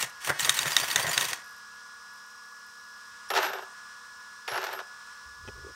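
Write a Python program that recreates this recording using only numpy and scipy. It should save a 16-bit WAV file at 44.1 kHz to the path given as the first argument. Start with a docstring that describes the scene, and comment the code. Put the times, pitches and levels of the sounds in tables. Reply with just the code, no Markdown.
"""Small room, a model car on a stand, the microphone in a camera close by; two tiny cooling fans run throughout.
First the steering servo throws the wheels side to side: swept gear whine, grainy rattle and tyre scrub,
with struck modes for the clacks of linkage slack. Holding its place, the servo then ticks faintly.
The drive motor blips twice and the drivetrain clatters out as noise grains, surges and a steel ring.
At the end the camera is moved: rumble, creak and two taps through its body."""
import sys
import numpy as np
from scipy import signal
from scipy.fft import rfft, irfft
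from scipy.io import wavfile
from scipy.ndimage import uniform_filter1d

SR = 44100
rng = np.random.default_rng(int(sys.argv[2]) if len(sys.argv) > 2 else 0)


def file_out(sig):
    """Save sig as 16-bit WAV at sys.argv[1]."""
    # one column per channel
    cols = np.atleast_2d(sig).T
    # limit, then scale
    lim = np.clip(cols, -1, 1)
    pcm = np.round(lim * 32767).astype(np.int16)
    wavfile.write(sys.argv[1], SR, pcm)


N = 253575
T = np.arange(N) / SR

# Shaft speed of each fan. Each row: time in seconds, shaft turns a second.
FAN_A_SPEED = [(0, 239.6), (1.3, 239.9), (2.3, 241.1), (3.5, 241.3), (4, 242), (5.75, 242.3)]
FAN_B_SPEED = [(0, 204.7), (1.5, 204.8), (3, 205.1), (4.3, 205.5), (5.75, 205.6)]
# Tones of each seven-bladed fan. Each row: multiple of the shaft speed, mean level in dB rms.
FAN_A_ORDERS = [(1, -80), (2, -75), (7, -52), (8, -78), (14, -75), (21, -63), (25, -79), (28, -75)]
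FAN_B_ORDERS = [(1, -77), (5, -72), (7, -54), (14, -79), (20, -79)]
# Colour of fan air and room tone. Each row: frequency in Hz, relative density in dB per Hz.
AIR_SPECTRUM = [(18, -74), (30, -52), (52, -18), (196, -24.5), (443, -44), (480, -36), (676, -39),
                (1000, -6.5), (1660, -6), (2100, -18.5), (4530, -17.5), (5160, -25), (8310, -20.5),
                (15200, -56.5), (16500, -56)]
AIR_DB = -54.5  # mean level, rms
# Resonances of the fan shrouds. Each row: frequency in Hz, width in Hz, level in dB rms.
SHROUD_PEAKS = [(1013, 17, -63.5), (1162, 87, -56.5), (4010, 70, -72), (5500, 630, -57.5), (8350, 430, -69),
                (9900, 430, -104)]
# Decay of the room. Each row: frequency in Hz, time to fall 60 dB in seconds.
ROOM_DECAY = [(250, 0.23), (660, 0.56), (1740, 0.46), (4590, 0.35), (12000, 0.062)]

# Hands shifting on the camera. Each row: time in seconds, rumble level in dB, creak level in dB.
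HANDLING_LEVELS = [(5.22, -89, -76), (5.258, -57.5, -79), (5.346, -70, -79), (5.382, -55.5, -78),
                   (5.478, -52, -70), (5.492, -48, -43), (5.51, -52, -64), (5.575, -50.5, -66),
                   (5.585, -45, -51), (5.605, -53, -61), (5.708, -55, -52), (5.75, -64, -83)]
# A finger meets the camera body. Each row: start in seconds, peak of the body's ring in dB.
FINGER_TAPS = [(5.477, -32), (5.485, -29)]
# Colours of the handling. Each row: frequency in Hz, relative density in dB per Hz.
RUMBLE_SPECTRUM = [(15, -30), (35, -5), (70, 2.5), (130, -11.0), (250, -31), (1000, -70)]
CREAK_SPECTRUM = [(150, -32), (300, -14), (420, -3), (600, -18), (1200, -40), (5000, -71)]
# Modes of the camera body. Each row: frequency in Hz, relative level in dB, time to fall 60 dB in seconds.
BODY_MODES = [(97, -5, 0.06), (230, -4, 0.023), (380, -7, 0.02), (540, -7, 0.021), (850, -5.0, 0.023),
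              (1300, -3, .015), (1950, -6, 0.013), (2540, -2.5, 0.015), (3030, -6, 0.015)]

# Spells of faint ticks from the holding servo. Each row: start in seconds, length in seconds, first level in dB.
HOLD_SPELLS = [(.07, 0.13, -62), (.32, .065, -59), (1.436, 0.18, -62.5), (1.745, .06, -74),
               (2.12, .12, -68), (2.26, .25, -73), (2.58, .03, -69), (2.66, .03, -67), (2.69, .5, -74)]
HOLD_FADE_DB = -9  # change over each spell
# Colour of the ticks. Each row: frequency in Hz, relative density in dB per Hz.
TICK_SPECTRUM = [(6000, -40), (9000, -23), (10300, -13), (11000, -2), (11800, -1), (13000, -11), (16000, -26)]

# The drivetrain's two runs, a list for each. Each row: time in seconds, clatter level in dB, upper part in dB.
DRIVE_RUNS = [
    [(3.303, -36, -25.5), (3.325, -34, -52), (3.369, -32, -22.5), (3.409, -37, -37), (3.45, -35.5, -30),
     (3.51, -38, -45), (3.604, -45.5, -58), (3.73, -75, -87)],
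    [(4.477, -51, -36), (4.543, -39, -41), (4.65, -41.5, -41), (4.708, -44.5, -45), (4.734, -41, -39),
     (4.778, -42, -62), (4.802, -53, -47), (4.83, -66, -76), (4.9, -70, -70)],
]
# Colours of the clatter and its upper part. Each row: frequency in Hz, relative density in dB per Hz.
CLATTER_SPECTRUM = [(59, -60), (100, -28), (317, -19), (376, 3), (480, -7), (600, -3), (882, -1.5),
                    (1190, -10), (1310, -2.5), (2070, -14.5), (2680, -14.5), (3000, -12.5), (3900, -16),
                    (6600, -120)]
CLATTER_UPPER_SPECTRUM = [(1060, -3.5), (1800, 3), (1960, -2.5), (5730, -11), (10500, -30), (13000, -25),
                          (14200, -38), (15800, -36), (16500, -50)]
# Resonances of the chassis tub. Each row: frequency in Hz, width in Hz, relative level in dB.
TUB_PEAKS = [(395, 9.8, -6), (954, 34, -27), (1300, 880, 6), (2280, 100, 1), (2685, 93, 8.5),
             (3740, 150, 0)]
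# Gear and drive-shaft slack knocking. Each row: start in seconds, reference level in dB,
# upper part in dB against it, peak of the steel part's ring in dB against it.
KNOCKS = [(3.303, -17, -15, -15.5), (3.315, -19, -17, -27), (3.338, -14, -7, -34), (3.351, -18, -5, -36),
          (3.364, -13.5, -18, -33), (3.375, -8, -15, -33), (3.386, -20.5, -3, -24), (3.399, -29, -13, -13),
          (3.428, -14.5, -7, -20), (3.457, -26, -13, -8), (3.496, -27, -17, -21), (3.533, -21.5, -6, -22),
          (3.586, -25, -13, -37), (3.623, -25.5, -14, -35), (4.479, -15.5, -11, -40),
          (4.517, -18, -11, -29), (4.535, -28, -11, -34), (4.543, -23, -6, -39), (4.557, -20, -14, -43),
          (4.577, -16.5, -6, -39), (4.601, -30, -10, -26), (4.614, -27, -8, -20), (4.629, -25, -8, -22),
          (4.64, -27.5, 3, -10.5), (4.667, -29, 1, -26), (4.686, -31, -6, -30), (4.729, -22, -18, -15),
          (4.79, -19.5, -11.5, -38), (4.802, -24.5, -15, -34)]
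TICK_DB = -25  # sharp tick against a knock's upper part
# Modes of a steel part. Each row: frequency in Hz, relative level in dB, time to fall 60 dB in seconds.
STEEL_MODES = [(12600, 0, .2), (8975, -6, .05), (7560, -8, .04)]
# Switching tone of the drive motor. Each row: start in seconds, end in seconds, level in dB rms, its octave in dB rms.
THROTTLE_TONES = [(3.287, 3.392, -48.5, -55), (4.476, 4.583, -51.5, -55.5)]
SWITCH_HZ = 5568
# Colour of the shaking stand. Each row: frequency in Hz, relative density in dB per Hz.
STAND_SPECTRUM = [(20, -28), (60, -12), (150, -13), (300, -9), (900, -60)]

# Slack taken up in the linkage. Each row: start in seconds, main ring's peak in dB, dull part in dB against it.
CLACKS = [(0.0259, -13, -31), (0.295, -25.5, 8.5), (0.3952, -17, -14), (0.4467, -15.5, -21),
          (0.494, -5, -8), (0.5899, -13.5, -25), (0.63, -20.5, -16), (0.6574, -28, 2), (0.6644, -29, -14),
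          (0.7189, -20, -7), (0.7658, -6, -6), (0.8, -20, -26), (0.844, -31, -16), (0.9127, -20.5, -6),
          (0.959, -7.5, -6.5), (0.9956, -17.5, -14), (1.067, -22.5, 0), (1.076, -29, 8.5),
          (1.1304, -23, -14), (1.1774, -6.5, -6.5), (1.21, -16, -18), (1.2517, -22, -22), (1.3312, -19, -2)]
# Dull, main and bright modes of the linkage. Each row: frequency in Hz, relative level in dB,
# time to fall 60 dB in seconds.
LINK_DULL_MODES = [(1100, -2, 0.02), (1514, 6, 0.013), (1866, 14.5, 0.0096), (2220, -22, 0.015)]
LINK_MODES = [(2700, -8, .012), (3200, -9, .008), (3720, -1.5, .012), (4500, -10, .007), (5290, -8, .008),
              (6350, -4, .009), (7340, -8, .009)]
LINK_BRIGHT_MODES = [(8660, 3, 0.023), (9950, 6, 0.011), (11000, -3, 0.02), (12600, 1, .006),
                     (14000, -1, .004)]
BRIGHT_DB, BRIGHT_SHARE = -34, .35  # the bright ring grows only a little with the blow
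# The chassis rocks on its stand. Each row: start in seconds, level in dB at the blow, frequency in Hz.
ROCKS = [(0.036, -41.5, 130), (0.297, -31.5, 141), (0.427, -39, 148), (0.502, -43, 139), (0.597, -48, 151),
         (0.663, -33, 149), (0.814, -47, 140), (0.881, -55, 146), (0.958, -47, 156), (1.071, -33.5, 154.5),
         (1.189, -43, 153), (1.263, -50, 115), (4.52, -47, 127)]

# The steering at work, a list for each spell. Each row: time in seconds, rattle level in dB, tyre scrub level in dB.
STEER_SPELLS = [
    [(0.0, -35, -50), (0.034, -34, -38), (0.088, -55, -57), (0.11, -49, -62)],
    [(0.2, -55, -75), (0.222, -45.5, -76), (0.3, -33.5, -29.5), (0.32, -46.5, -31), (0.34, -50, -40),
     (0.38, -50, -52), (0.392, -36, -37.5), (0.494, -34.5, -36), (0.548, -39, -44), (0.59, -33.5, -35.5),
     (0.648, -40, -44), (0.66, -37, -26.5), (0.758, -36.5, -50), (0.77, -38, -31), (0.79, -38, -39),
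     (0.954, -37.5, -41.5), (0.964, -39, -27), (0.98, -40, -39), (1.136, -37.5, -39), (1.165, -35, -36.5),
     (1.184, -40, -31), (1.2, -37, -38), (1.316, -40, -40), (1.43, -58, -64.5)],
]
# Colours of gear rattle and tyre scrub. Each row: frequency in Hz, relative density in dB per Hz.
RATTLE_SPECTRUM = [(590, -15.5), (1000, 1.5), (1880, -2.5), (2270, 1), (3310, -0.5), (4650, -12),
                   (5110, -6.5), (6160, -3), (8860, -7.5), (10100, -11.5), (15000, -8.5), (15900, -12),
                   (16500, -60)]
SCRUB_SPECTRUM = [(35, -63), (60, -21), (145, -9.5), (215, -20.5), (398, -9.5), (461, -10.5), (618, -6),
                  (1330, -8.5), (2000, -3), (2600, -43), (4400, -120)]
# Resonances of the servo case. Each row: frequency in Hz, width in Hz, relative level in dB.
CASE_PEAKS = [(1880, 100, 2), (3840, 63, -31), (4530, 210, 3), (5720, 450, -10.5), (8830, 220, -0.5),
              (11160, 490, -6)]
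# Servo strokes: the tooth rate climbs to a knee, then sags or creeps on; a braking stroke has its knee at once.
# Each row: start in seconds, knee in seconds after it, length in seconds, tooth rate in Hz at start, knee and end,
# whine level in dB and its octave in dB, both before the colour of the case.
STROKES = [(0, .001, .022, 4510, 4500, 3550, -38, -46), (.243, .03, .05, 2480, 4500, 4500, -39, -41),
           (.4, .001, .024, 4000, 3990, 2850, -55, -41), (.424, .022, .047, 3800, 4950, 4250, -33, -43),
           (.498, .001, .018, 4900, 4890, 3060, -42, -41), (.54, .021, .045, 3240, 4700, 3530, -37, -46),
           (.612, .001, .019, 4800, 4790, 4450, -33, -54), (.672, .008, .027, 3000, 3450, 3560, -44, -36),
           (.701, .016, .048, 4200, 4950, 4660, -35, -50), (.78, .026, .066, 2580, 4520, 4800, -35, -34),
           (.878, .034, .058, 2130, 4950, 4400, -33, -42), (.975, .026, .07, 2580, 4520, 4800, -38, -34),
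           (1.087, .001, .022, 3560, 3550, 3400, -44, -39), (1.111, .017, .045, 4100, 5000, 4600, -32, -48),
           (1.193, .022, .058, 2580, 4480, 4800, -35, -35), (1.28, .03, .032, 2390, 4820, 4800, -39, -39)]
# How the case passes tooth tones. Each row: frequency in Hz, gain in dB.
WHINE_GAIN = [(2200, -10), (3100, 1), (3700, -3), (4250, 3), (4520, -3), (4750, 5), (5200, 0), (6300, 4),
              (7000, 4), (8000, 2), (8900, 3), (9500, -8), (15000, -12)]
# The servo strains against its end stop: start in seconds, end in seconds, buzz level in dB rms.
STALL = (.34, .39, -47)
UPDATE_HZ = 368.7  # the servo's drive pulses a second
# An off-centre gear loads the teeth once a turn: period and first full load in seconds, depth from 0 to 1.
THROB_S, THROB_FIRST_S, THROB_DEPTH = .0255, .008, .8
# Gears rattle harder under load and when jolted; a jolt dies by 20 dB in CLACK_RATTLE_S seconds.
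STROKE_RATTLE_DB, CLACK_RATTLE_DB, CLACK_RATTLE_SHARE, CLACK_RATTLE_S = -36, -26, 0.39, 0.016
# Drive buzz against the rattle: strong while the motor strains, weak while it runs.
BUZZ_IDLE_DB, BUZZ_MOVING_DB = -3, -22
SLOWING_OCTAVE_DB = 8  # the octave is stronger while the gears slow down
EDGE_HZ = 15800  # upper band limit


def gain_of(db):
    """Amplitude factor of a level in dB."""
    return 10 ** (np.asarray(db) / 20)


def evened(x):
    """Scales a sound to rms 1."""
    return x / np.sqrt(np.mean(x ** 2) + 1e-20)


def read(points, hz):
    """Reads a table of values against frequency, interpolating along log frequency."""
    f, value = np.transpose(points)
    return np.interp(np.log(hz + 1), np.log(f + 1), value)


def curve(tables, column):
    """One level column of several tables over the whole time; -120 dB between them."""
    out = np.full(N, -120.)
    for rows in map(np.array, tables):
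        inside = (T >= rows[0, 0]) & (T <= rows[-1, 0])
        out[inside] = np.interp(T[inside], rows[:, 0], rows[:, column])
    return out


def add(mix, s, sound):
    """Adds a sound into the mix from s seconds on."""
    part = mix[round(max(s, 0) * SR):][:len(sound)]
    part += sound[:len(part)]


def decay(t, t60):
    """Exponential fall of 60 dB in t60 seconds."""
    return gain_of(-60 * t / t60)


def onset(t, rise_s):
    """Exponential approach to full level."""
    return 1 - np.exp(-t / rise_s)


def highpassed(x, order, hz):
    """Takes away what lies below hz."""
    return signal.sosfilt(signal.butter(order, hz, "high", fs=SR, output="sos"), x)


def coloured(x, spectrum, peaks=(), peak_db=0):
    """Filters x by a spectrum with narrow resonances standing out of it; rms 1."""
    hz = np.fft.rfftfreq(N, 1 / SR)
    lift = 1 + sum(gain_of(peak_db + db) / (1 + 1j * 2 * (hz - f) / w) for f, w, db in peaks)
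    return evened(irfft(rfft(x) * gain_of(read(spectrum, hz)) * lift, N))


def wander(per_s):
    """Slow chance from twice-smoothed noise, rms 1."""
    size = max(int(SR / per_s), 2)
    return evened(uniform_filter1d(uniform_filter1d(rng.standard_normal(N), size), size))


def grains(per_s, spread_db, smooth, grain_s):
    """Short scrapes of uneven size over a share of smooth noise."""
    starts = rng.random(N) < per_s / SR
    size = gain_of(spread_db * np.minimum(rng.exponential(1, N), 4)) * starts
    envelope = signal.lfilter([1], [1, -np.exp(-1 / (grain_s * SR))], size)
    return (evened(envelope) + smooth) * rng.standard_normal(N)


def ring(modes, chance, length_s=0.035, rise_s=0.00043):
    """Struck modes, peak 1; chance shifts each mode's pitch and phase."""
    t = np.arange(int(length_s * SR)) / SR
    x = np.zeros(len(t))
    for (hz, db, t60), shift in zip(modes, chance):
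        x += gain_of(db) * decay(t, t60) * np.sin(2 * np.pi * hz * (1 + shift) * t + 300 * shift)
    x = x * onset(t, rise_s)
    return x / abs(x).max()


def room(x):
    """Small-room reflections: sparse taps of random sign, each band dying at its own speed."""
    taps = np.zeros(SR // 2)
    at = np.arange(200, SR // 2 - 20, 20)
    taps[at + rng.integers(0, 20, len(at))] = rng.choice([-1., 1.], len(at))
    hz, t, bands = signal.stft(taps, SR, nperseg=256)
    tail = signal.istft(bands * decay(t, read(ROOM_DECAY, hz)[:, None]), SR, nperseg=256)[1]
    return signal.fftconvolve(x, tail / np.linalg.norm(tail))[:N]


def fans():
    """Blade and shaft tones, multiples of each shaft speed, waver a little over the air noise."""
    out = gain_of(AIR_DB + 1.5 * wander(4)) * coloured(rng.standard_normal(N), AIR_SPECTRUM)
    for hz, width, db in SHROUD_PEAKS:
        out += gain_of(db) * coloured(rng.standard_normal(N), [(20, -69.5), (20000, -63.5)], [(hz, width, 40)])
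    for speed, orders in ((FAN_A_SPEED, FAN_A_ORDERS), (FAN_B_SPEED, FAN_B_ORDERS)):
        shaft_hz = np.interp(T, *np.transpose(speed)) * (1 + 0.000826 * wander(3.97))
        turns = np.cumsum(shaft_hz) / SR
        for k, db in orders:
            tone = np.sin(2 * np.pi * (k * turns + rng.random()))
            out += np.sqrt(2) * gain_of(db + 0.96 * wander(24)) * tone
    return out


def handling():
    """Lumpy rumble and a faint creak through the camera body, whose struck modes ring at two taps."""
    rumble = coloured(rng.standard_normal(N), RUMBLE_SPECTRUM)
    creak = coloured(grains(per_s=74, spread_db=3., smooth=0.49, grain_s=.006), CREAK_SPECTRUM)
    out = gain_of(curve([HANDLING_LEVELS], 1)) * rumble + gain_of(curve([HANDLING_LEVELS], 2)) * creak
    t = T[:900]
    for s, db in FINGER_TAPS:
        thud = uniform_filter1d(rng.standard_normal(len(t)), 7)
        add(out, s, gain_of(db - 10) * decay(t, 0.038) * thud)
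        add(out, s, gain_of(db) * ring(BODY_MODES, np.zeros(len(BODY_MODES)), .08, 0.0002))
    return out


def hold():
    """Current pulses at the servo's update rate, in throbs."""
    pulses = np.diff(np.floor(T * UPDATE_HZ), prepend=0) * (1 + .5 * rng.standard_normal(N))
    throb_hz = 56 * (1 + .15 * wander(30))
    throb = (1 + np.cos(2 * np.pi * np.cumsum(throb_hz) / SR)) ** 3
    spells = np.zeros(N)
    for s, length, db in HOLD_SPELLS:
        add(spells, s, gain_of(db + HOLD_FADE_DB * np.linspace(0, 1, int(length * SR))))
    return spells * coloured(throb * (pulses + 0.045 * rng.standard_normal(N)), TICK_SPECTRUM)


def drivetrain():
    """Loose gears and shafts clatter into the tub; each knock is a brief surge that also rings a steel part."""
    run_db = curve(DRIVE_RUNS, 1)
    low, upper = gain_of(run_db + 2. * wander(48)), gain_of(curve(DRIVE_RUNS, 2))
    # a narrow band of noise at the steel part's first mode follows the runs
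    steel_peak = [(STEEL_MODES[0][0], 40, 50)]
    out = gain_of(run_db - 18) * coloured(rng.standard_normal(N), [(20, -60), (20000, -60)], steel_peak)
    t = np.arange(int(.06 * SR)) / SR
    for s, db, upper_db, steel_db in KNOCKS:
        add(low, s, gain_of(db - 12.5) * decay(t, 0.065) * onset(t, 0.0017))
        add(upper, s, gain_of(db + upper_db - 5) * decay(t, 0.026))
        tick = np.diff(rng.standard_normal(len(t)), n=2, prepend=[0, 0])  # differencing leaves mostly treble
        add(out, s, gain_of(db + upper_db + TICK_DB) * decay(t, 0.018) * tick)
        chance = 0.00056 * rng.standard_normal(len(STEEL_MODES))
        add(out, s, gain_of(db + steel_db) * ring(STEEL_MODES, chance, .35))
    clatter = grains(per_s=900, spread_db=1.5, smooth=0.93, grain_s=0.0013)
    out += low * coloured(clatter, CLATTER_SPECTRUM, TUB_PEAKS, 1.9)
    upper_clatter = grains(per_s=1500, spread_db=1.5, smooth=.9, grain_s=0.0016)
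    out += upper * coloured(upper_clatter, CLATTER_UPPER_SPECTRUM)
    for start, end, db, octave_db in THROTTLE_TONES:
        t = np.arange(0, end - start, 1 / SR)
        phase = 2 * np.pi * SWITCH_HZ * t
        tone = gain_of(db) * np.sin(phase) + gain_of(octave_db) * np.sin(2 * phase)
        flicker = gain_of(3. * wander(120)[:len(t)])
        add(out, start, np.sqrt(2) * tone * signal.windows.tukey(len(t), .1) * flicker)
    stand_shake = gain_of(run_db - 26.5) * coloured(rng.standard_normal(N), STAND_SPECTRUM)
    return stand_shake + highpassed(out, 8, 355)  # the clatter, knocks and ring hold no bass


def linkage():
    """Clacks ring the rods, horn and hubs; the dull body answers a moment later and the stand thuds."""
    out = np.zeros(N)
    t = T[:600]
    for s, db, dull_db in CLACKS:
        chance = .012 * rng.standard_normal((3, 7))
        add(out, s, gain_of(db) * ring(LINK_MODES, chance[0]))
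        add(out, s, gain_of(BRIGHT_DB + BRIGHT_SHARE * db) * ring(LINK_BRIGHT_MODES, chance[1]))
        add(out, s + 0.001213, gain_of(db + dull_db) * ring(LINK_DULL_MODES, chance[2], rise_s=0.00049))
        add(out, s + .0016, gain_of(db - 6) * ring(LINK_MODES, chance[1]))  # rebound
        dry_crack = np.convolve(rng.standard_normal(len(t)), [1, 1, 0, -1, -1], "same") / 2
        add(out, s, gain_of(db - 6) * decay(t, .015) * onset(t, .0005) * dry_crack)
    t = np.arange(int(.3 * SR)) / SR
    for s, db, hz in ROCKS:
        add(out, s, gain_of(db) * decay(t, 0.12) * onset(t, 0.00038) * np.sin(2 * np.pi * hz * t))
    return out


def servo():
    """Each stroke sweeps the pinion's tooth rate over the rattle of the gear train; drive pulses buzz in the case."""
    work_db = uniform_filter1d(curve(STEER_SPELLS, 1), 300)
    s, knee, length, hz0, hz1, hz2 = np.transpose(STROKES)[:6]
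    times = np.ravel([s, s + knee, s + length], "F")  # "F" keeps each stroke's three points together
    tooth_hz = uniform_filter1d(np.interp(T, times, np.ravel([hz0, hz1, hz2], "F")), 150)
    teeth = np.cumsum(tooth_hz * (1 + 0.01004 * wander(148))) / SR

    # levels of the first and second harmonic, the rattle and the motion
    coasting = gain_of(work_db - 20) * (T < s[-1] + length[-1])  # the faint whine between strokes
    first, second, shake, moving = coasting.copy(), coasting.copy(), gain_of(work_db), np.zeros(N)
    for s, _, length, _, _, _, db, octave_db in STROKES:
        t = np.arange(0, length + 0.0047, 1 / SR)
        edges = signal.windows.tukey(len(t), min(0.014 / length, 1))
        load = edges * (1 - THROB_DEPTH * np.sin(np.pi * (t - THROB_FIRST_S) / THROB_S) ** 2)
        add(first, s - .002, load * gain_of(db))
        add(second, s - .002, load * gain_of(octave_db))
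        add(shake, s - .002, load * gain_of(STROKE_RATTLE_DB))
        add(moving, s - .002, edges)
    for s, db, _ in CLACKS:
        add(shake, s, gain_of(CLACK_RATTLE_DB + CLACK_RATTLE_SHARE * db - 20 * T[:1500] / CLACK_RATTLE_S))
    slowing = uniform_filter1d(1. * (np.gradient(tooth_hz) < 0), 100)
    second = second * gain_of(SLOWING_OCTAVE_DB * slowing)

    whine = np.zeros(N)
    for k, size in ((1, first), (2, second), (3, gain_of(-6) * second)):
        whine += size * gain_of(read(WHINE_GAIN, k * tooth_hz)) * np.sin(k * 2 * np.pi * teeth)
    # the next gear pair meshes slower
    whine += gain_of(-11) * (first + second) * np.sin(.72 * 2 * np.pi * teeth)

    rattle = grains(per_s=1500, spread_db=2.7, smooth=0.67, grain_s=0.0013)
    rattle = coloured(rattle, RATTLE_SPECTRUM, CASE_PEAKS, 5.8)
    bright = highpassed(rattle, 2, 8000)
    rattle = shake * (rattle - bright * np.clip(1 - shake / gain_of(-37), 0, .9))  # gentle running is duller

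    # narrow pulses of uneven size
    pulses = np.exp(300 * (np.cos(2 * np.pi * UPDATE_HZ * T) - 1)) * (1 + 0.11 * rng.standard_normal(N))
    buzz_db = BUZZ_IDLE_DB + (BUZZ_MOVING_DB - BUZZ_IDLE_DB) * np.minimum(moving, 1)
    strain = gain_of(work_db + buzz_db)
    start, end, stall_db = STALL
    add(strain, start, gain_of(stall_db) * signal.windows.tukey(int((end - start) * SR), .3))
    buzz = strain * coloured(pulses, RATTLE_SPECTRUM, CASE_PEAKS, 6.1)

    scrub = coloured(grains(per_s=500, spread_db=2.4, smooth=0.6, grain_s=0.0023), SCRUB_SPECTRUM)
    scrub = gain_of(curve(STEER_SPELLS, 2) + 4.23 * wander(55)) * scrub
    return whine * (.8 + 0.42 * wander(450)) + rattle + buzz + scrub


def scene():
    """The car's bursts get the room; fans and handling are steady or structure-borne."""
    car = servo() + linkage() + drivetrain() + hold()
    return (car + gain_of(-19) * room(car) + fans() + handling())[None]


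def record(dry):
    """The microphone drops the deep bass; then the band limit."""
    thinned = highpassed(dry, 3, 48)
    band_limit = signal.firwin(1023, EDGE_HZ, window=("kaiser", 9), fs=SR)
    return signal.oaconvolve(thinned, band_limit[None], "same")


dry = scene()
out = record(dry)
file_out(out)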